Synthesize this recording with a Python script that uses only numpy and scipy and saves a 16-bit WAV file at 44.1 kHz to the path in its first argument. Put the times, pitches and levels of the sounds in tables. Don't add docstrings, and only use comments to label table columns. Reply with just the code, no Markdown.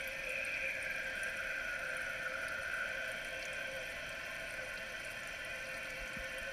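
import sys
import numpy as np
from scipy import signal
from scipy.fft import rfft, irfft, next_fast_len
from scipy.io import wavfile
from scipy.ndimage import uniform_filter1d

SR = 44100
rng = np.random.default_rng(int(sys.argv[2]) if len(sys.argv) > 2 else 0)


def wav_out(sig):
    wavfile.write(sys.argv[1], SR, np.round(np.clip(np.atleast_2d(sig).T, -1, 1) * 32767).astype(np.int16))


def amplitude_ratio(level_db):
    exponent = np.asarray(level_db, float) / 20
    return 10 ** exponent


N = 287532
FRAME, HOP = 4096, 1024
FRAMES = N // HOP + 5
HZ = np.fft.rfftfreq(FRAME, 1 / SR)[:, None]

# (start frequency [Hz], end frequency [Hz], width [Hz], start level
# [dB], end level [dB])
TANK_MODES = [(542, 528, 54, -8, -12.5), (593, 594, 87, -9, -11.5), (640, 659, 41, -8, -7.5),
              (687, 667, 27, -12, -10.5), (1054, 1042, 74, -24, -21), (1370, 1370, 63, -11, -9),
              (1460, 1463, 52, -6, -3), (1569, 1530, 46, -0.5, -1), (1618, 1580, 28, -3, -10.5),
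              (1702, 1768, 95, -8, -7), (1804, 1792, 24.6, -1.5, -3), (1926, 1966, 31, -13, -6),
              (2020, 2003, 83, -6, -8.5),
              (2226, 2258, 155, -7.5, -8.5), (2294, 2320, 42, -10.5, -14), (2412, 2385, 77, -3, -8.5),
                   (2514, 2470, 49, -9, -3), (2568, 2590, 58, -9, -9), (2677, 2712, 30.5, -9, -6),
                   (2740, 2760, 52, -22, -11), (2950, 2980, 52, -17, -22), (3030, 3062, 83, -17, -15),
                   (3186, 3160, 180, -15, -14.5), (3290, 3250, 31, -13, -25),
                   (3490, 3430, 54, -19.5, -26.5)]
AIR_MODES = TANK_MODES
# (frequency [Hz], width [Hz], lift [dB])
WALL_MODES = [(4100, 83, 1.5), (4220, 57, 8), (4520, 58, 1.5), (4635, 70, 5), (4900, 100, -5),
              (5520, 230, 2), (6050, 96, 8.5), (7110, 160, 7), (8340, 100, 2), (8700, 77, 2.5),
              (9340, 160, 5), (10600, 270, -1), (11600, 180, 4.5), (12300, 97, 4), (12900, 150, -6),
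              (14050, 250, 1)]
# (frequency [Hz], density [dB per Hz])
RUMBLE_SPECTRUM = [(13, -13), (22, 1), (43, -6.5), (75, -11), (156, -12.5), (182, -14), (210, -12.5),
                   (290, -14), (330, -17), (480, -23), (620, -57), (1060, -120)]
# (time [s], peak level [dB], frequency [Hz], length [s])
CAMERA_NUDGES = [
    (2.578, -46, 104, 0.026),
    (6.0, -39, 48, 0.053),
    (6.166, -40, 260, 0.012),
    (6.173, -42, 60, 0.053),
    (6.408, -42, 62, 0.029),
]
# (frequency [Hz], density [dB per Hz])
SPRAY_SPECTRUM = [(400, -22), (800, 8.5), (1200, 2), (2800, 0), (3700, 0.5), (5900, 1), (6500, -8.5),
                  (7800, -12.5), (9400, -10), (10400, -10.5), (11000, -15.5), (12400, -14), (13500, -18),
                  (15400, -20)]
# (time [s], peak level [dB], pitch [Hz], skin snap level [dB])
SMALL_BUBBLES = [(0.0174, -45, 9300, -68), (0.0754, -37, 10800, -51), (0.3047, -44, 8500, -54),
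                 (0.449, -41, 8700, -64), (0.826, -37, 8900, -70), (0.9073, -41, 11500, -62),
                 (0.96, -42.5, 9900, -70), (1.233, -30.5, 9900, -61), (1.7923, -47, 9100, -66),
                 (1.9679, -40, 9500, -66), (2.0168, -47, 9440, -67), (2.4818, -41, 9500, -63),
                 (2.6324, -41.5, 8700, -68), (2.7152, -40, 9300, -64), (2.738, -36.5, 9300, -61),
                 (2.8125, -47, 9650, -70), (3.1158, -42, 9100, -63), (3.247, -41.5, 9470, -64),
                 (3.5313, -34, 8700, -63), (3.8666, -45, 11500, -57), (4.092, -37.5, 9100, -60),
                 (4.314, -46, 9500, -63), (5.002, -45, 9500, -67), (5.1178, -43, 10600, -67),
                 (5.2729, -38, 8830, -58), (5.448, -41, 9400, -60), (5.559, -38, 10600, -65),
                 (5.6875, -43, 10100, -66), (5.9025, -41, 9400, -56), (6.383, -39, 9200, -59)]
# (time [s], peak level [dB], pitch [Hz])
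LARGE_BUBBLES = [(0.463, -42, 4600), (0.5402, -39, 4540), (0.7512, -46, 5970), (1.2326, -44, 5560),
                 (2.4817, -42, 4570), (3.2475, -44, 4470), (3.4216, -44, 4360), (3.4257, -39, 4960),
                 (3.4525, -39, 6050), (4.1255, -40, 4640), (4.774, -42.5, 4280), (5.232, -42, 6000),
                 (5.654, -43, 4470), (5.74, -43, 4380), (5.8536, -45, 3810), (5.903, -37, 5740),
                 (6.077, -42.5, 5870)]
# (peak time [s], peak level [dB], reach [s])
JET_SURGES = [(0.03, -50, 0.3), (.29, -46.5, 0.056), (.4, -51.5, 0.13), (.66, -48.5, 0.07),
              (.78, -48, 0.021), (.87, -50, 0.06), (1.08, -51, 0.088), (1.27, -50, 0.036),
              (1.55, -54, 0.41), (1.85, -51, 0.049), (1.96, -51, 0.14), (2.13, -55.5, 0.076),
              (2.33, -49.5, .2), (2.59, -52, 0.075), (2.82, -54, 0.069), (2.97, -50.5, 0.13),
              (3.1, -47, 0.058), (3.37, -49.5, 0.095), (3.51, -50.5, 0.067), (3.76, -47.5, 0.14),
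              (4.14, -56, 0.032), (4.64, -48.5, .06), (4.9, -53.5, 0.075), (5.4, -61.5, .2),
              (5.7, -53.5, 0.17), (5.95, -55.5, 0.73), (6.24, -48.5, 0.078), (6.371, -46, 0.03),
              (6.479, -44, 0.026)]
# (time [s], level [dB], centre frequency [Hz])
HIGH_WHINE = [
    (0, -47.5, 2350),
    (.19, -48.5, 2480),
    (.31, -41.5, 2480),
    (.47, -42.5, 2480),
    (.67, -38.5, 2390),
    (.77, -44.5, 2300),
    (.92, -45.5, 2330),
    (1.2, -53.5, 2500),
    (2.2, -54, 2470),
]
# (time [s], level [dB], centre frequency [Hz])
LOW_WHINE = [
    (.5, -70, 1610),
    (.7, -49, 1655),
    (1.2, -43.5, 1540),
    (1.7, -42.5, 1502),
    (2.2, -45.5, 1455),
    (2.7, -42, 1460),
    (3.1, -45, 1494),
    (3.3, -52.5, 1550),
    (3.45, -66, 1500),
]
# (time [s], level [dB], centre frequency [Hz])
OVER_WHINE = [
    (2.5, -75, 3050),
    (2.9, -57, 3100),
    (3.5, -58.5, 3200),
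    (4.15, -58.5, 3170),
    (4.4, -82, 3050),
]
# (time [s], level [dB], centre frequency [Hz])
THIN_WHINE = [
    (2.4, -84, 1030),
    (2.9, -71, 1050),
    (4.2, -64.5, 1054),
    (4.6, -65, 1057),
    (6.52, -66.5, 1060),
]
# (time [s], level [dB], centre frequency [Hz])
GURGLE = [
    (0, -72, 640),
    (1.4, -57.5, 670),
    (2.4, -57.5, 666),
    (5.4, -61, 643),
    (6.52, -71, 650),
]
# (peak time [s], level [dB], centre frequency [Hz], band width [Hz])
VALVE_FLARES = [
    (1.7, -50.5, 2470, 300),
    (3.47, -47, 2420, 500),
    (3.56, -48, 1530, 224),
]


def evened(x):
    return x / np.sqrt(np.mean(x ** 2) + 1e-20)


def drift(seconds):
    span = max(int(seconds * SR / 2), 1)
    once = uniform_filter1d(rng.standard_normal(N), size=span)
    return evened(uniform_filter1d(once, size=span))


def read(points, hz):
    f, value = np.transpose(points)
    return np.interp(np.log(hz + 1), np.log(f + 1), value)


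def add(mix, s, sound):
    part = mix[round(s * SR):][:len(sound)]
    part += sound[:len(part)]


def noise(magnitude):
    real, imaginary = rng.standard_normal((FRAMES, len(HZ), 2)).T
    spectra = (real + 1j * imaginary) * magnitude
    return evened(signal.istft(spectra, nperseg=FRAME, noverlap=FRAME - HOP)[1][:N])


def hump(hz, width, steep):
    return (1 + (2 * (HZ - hz) / width) ** 2) ** -steep


def air_modes(steep=1.67, patchy_db=1.56):
    fill = np.linspace(0, 1, FRAMES)
    sways = rng.standard_normal((FRAMES, len(AIR_MODES)))
    sways = evened(uniform_filter1d(sways, size=8, axis=0)).T
    power = 0
    for (hz0, hz1, width, db0, db1), sway in zip(AIR_MODES, sways):
        level_db = db0 + (db1 - db0) * fill + patchy_db * sway
        power = power + amplitude_ratio(2 * level_db) * hump(hz0 + (hz1 - hz0) * fill, width, steep)
    return np.sqrt(power)


def coloured(x, spectrum):
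    size = next_fast_len(N)
    hz = np.fft.rfftfreq(size, 1 / SR)
    colour = amplitude_ratio(read(spectrum, hz)) + 0j
    for f, width, lift_db in WALL_MODES:
        colour *= 1 + (amplitude_ratio(lift_db) - 1) / (1 + 2j * (hz - f) / width)
    return irfft(rfft(x, size) * colour, size)[:N]


def walls(x, t60=0.07, wet_db=-2, turns_per_s=3.1):
    t = np.arange(SR // 8) / SR
    tails = rng.standard_normal((len(t), 3)).T * amplitude_ratio(-60 * t / t60) * (t > 0.0008)
    tails /= np.linalg.norm(tails[0])
    turn = np.pi * (turns_per_s * np.arange(N) / SR + np.arange(3)[:, None] / 3)
    shares = np.sqrt(2 / 3) * np.cos(turn) * x
    return x + amplitude_ratio(wet_db) * signal.fftconvolve(shares, tails, axes=1).sum(0)[:N]


def ping(hz, turns, rise):
    u = np.arange(400) / SR * hz / turns
    return np.sin(2 * np.pi * turns * u * (1 + rise * u)) * 1.82 * u ** 2 * np.exp(-u)


def rumble(level_db=-56.5):
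    return amplitude_ratio(level_db) * noise(amplitude_ratio(read(RUMBLE_SPECTRUM, HZ)))


def nudges(sag=0.27):
    out = np.zeros(N)
    for s, db, hz, length in CAMERA_NUDGES:
        t = np.arange(0, length, 1 / SR)
        push = np.sin(2 * np.pi * hz * t * (1 - sag * t / length)) * np.hanning(len(t))
        add(out, s, -amplitude_ratio(db) * push)
    return out


def fizz(gust, per_s=600, spread_db=3.5):
    chance, kind, big = rng.random((N, 3)).T
    size_db = spread_db * np.minimum(-np.log(big + 1e-9), 4)
    train = amplitude_ratio(size_db) * (chance < per_s / SR * amplitude_ratio(4 * gust))
    pitches = np.geomspace(4000, 15000, 24)
    kind = (kind * len(pitches)).astype(int)
    out = np.zeros(N)
    for k, hz in enumerate(pitches):
        out += signal.oaconvolve(train * (kind == k), ping(hz, 2.4, 0.012))[:N] * (hz / 9000) ** 1.85
    return evened(walls(out))


def sputter(gust, depth_db=6.5, drift_db=1.5, drift_s=0.17):
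    upper_gust = evened(gust + 1.5 * drift(0.0056))
    treble_band = signal.butter(3, [7800, 10900], "band", fs=SR, output="sos")
    top_band = signal.butter(4, 10900, "high", fs=SR, output="sos")
    treble = signal.sosfilt(treble_band, rng.standard_normal(N))
    top = signal.sosfilt(top_band, rng.standard_normal(N))
    treble *= amplitude_ratio(depth_db * gust + drift_db * drift(drift_s))
    top *= amplitude_ratio(2.8 * upper_gust - 0.5)
    return evened(walls(treble + top, t60=0.035, wet_db=-9))


def spray(level_db=-56.5, fizz_db=-3, sputter_db=-1):
    gust = uniform_filter1d(rng.standard_normal(N), size=170)
    gust = evened(uniform_filter1d(gust, size=90))
    wet = rng.standard_normal(N) + amplitude_ratio(sputter_db) * sputter(gust) + amplitude_ratio(fizz_db) * fizz(gust)
    return amplitude_ratio(level_db) * evened(coloured(wet, SPRAY_SPECTRUM))


def crowd(count=170, per_clump=2):
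    where, size, pitch, snap = rng.standard_normal((count, 4, 1)).transpose(1, 0, 2)
    lag, own, tune = rng.standard_normal((count, per_clump, 3)).transpose(2, 0, 1)
    slot = np.arange(count)[:, None] + 0.5 + 0.5 * np.sin(10 * where)
    s = slot * N / SR / count + 0.012 * abs(lag)
    db = -54 + 0.5 * np.clip(size + own, -3, 2)
    hz = 9400 * np.exp(0.065 * pitch + 0.042 * tune)
    snap_db = -71.5 + 4 * np.clip(snap + own, -3, 2)
    return list(np.reshape([s, db, hz, snap_db], (4, -1)).T)


def bubbles(ragged=1.0, snap_hz=12800):
    out = np.zeros(N)
    small = [tuple(row) for row in SMALL_BUBBLES] + crowd()
    torn = rng.standard_normal((len(small) + len(LARGE_BUBBLES), 400))
    torn = 1 + ragged * evened(uniform_filter1d(torn, size=19, axis=1))
    for (s, db, hz, snap_db), rag in zip(small, torn):
        body = amplitude_ratio(db - 9) * ping(hz, 3.86, 0.0056)
        snap = amplitude_ratio(snap_db + 7.5) * ping(snap_hz, 5.6, 0.002)
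        add(out, s, rag * (body + snap))
    for (s, db, hz), rag in zip(LARGE_BUBBLES, torn[::-1]):
        add(out, s, rag * amplitude_ratio(db - 10.5) * ping(0.96 * hz, 3.0, 0.02))
    spectrum = [(3000, 5), (7500, -1.5), (9000, 0.5), (15000, -7.5)]  # (Hz, dB)
    return coloured(walls(out, t60=0.035, wet_db=0.5), spectrum)


def hum(mode_hz=530, wander_hz=9.13, reach_drop_db=12):
    t = np.arange(0, N + 64, 64) / SR
    power = sum(amplitude_ratio(2 * (db - reach_drop_db * abs(t - s) / reach)) for s, db, reach in JET_SURGES)
    swell = np.interp(np.arange(N) / SR, t, np.sqrt(power))
    stray = evened(uniform_filter1d(rng.standard_normal(N), size=1500))
    phase = 2 * np.pi * np.cumsum(mode_hz + wander_hz * stray) / SR
    return np.sqrt(2) * swell * np.sin(phase)


def whine(rows, width, steep, air, boxed):
    s, db, hz = np.transpose(rows)
    centre = np.interp(np.arange(FRAMES) * HOP / SR, s, hz)
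    shape = np.sqrt(hump(centre, width, steep)) * air ** boxed
    band = noise(shape / np.linalg.norm(shape, axis=0))
    return band * amplitude_ratio(np.interp(np.arange(N) / SR, s, db, left=-120, right=-120))


def flare(s, db, hz, width, air, rise_s=0.27, fall_s=0.32, drop_db=22):
    rows = [(s - rise_s, db - drop_db, hz), (s, db, hz), (s + fall_s, db - drop_db, hz)]
    return whine(rows, width, 2.3, air, 1.0)


def valve(air, flutter_db=0.8, flutter_s=0.015):
    out = whine(HIGH_WHINE, 500, 3.2, air, 0.53) + whine(LOW_WHINE, 220, 2.36, air, 0.45)
    out += sum(flare(*row, air) for row in VALVE_FLARES)
    out *= amplitude_ratio(flutter_db * drift(flutter_s))
    out += whine(OVER_WHINE, 300, 1.3, air, 0.55)
    out += whine(THIN_WHINE, 45, 1.7, air, 0.092)
    return out + whine(GURGLE, 138, 1.9, air, 0.43)


def jet(air, level_db=-44.5):
    return amplitude_ratio(level_db) * noise(air)


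def scene():
    air = air_modes()
    background = rumble() + nudges()
    water = spray() + bubbles()
    return (background + water + hum() + valve(air) + jet(air))[None]


def top_cut(x):
    return signal.sosfilt(signal.butter(12, 15710, fs=SR, output="sos"), x)


def record(dry, leak_db=-29, floor_hz=28, edge_hz=15300):
    bass_cut = signal.butter(1, floor_hz, "high", fs=SR, output="sos")
    dry = signal.sosfilt(bass_cut, dry)
    treble_cut = signal.firwin(401, edge_hz, window=("kaiser", 3), fs=SR)
    low = signal.oaconvolve(dry, treble_cut[None], "same")
    return top_cut(low + amplitude_ratio(leak_db) * (dry - low))


dry = scene()
out = record(dry)
wav_out(out)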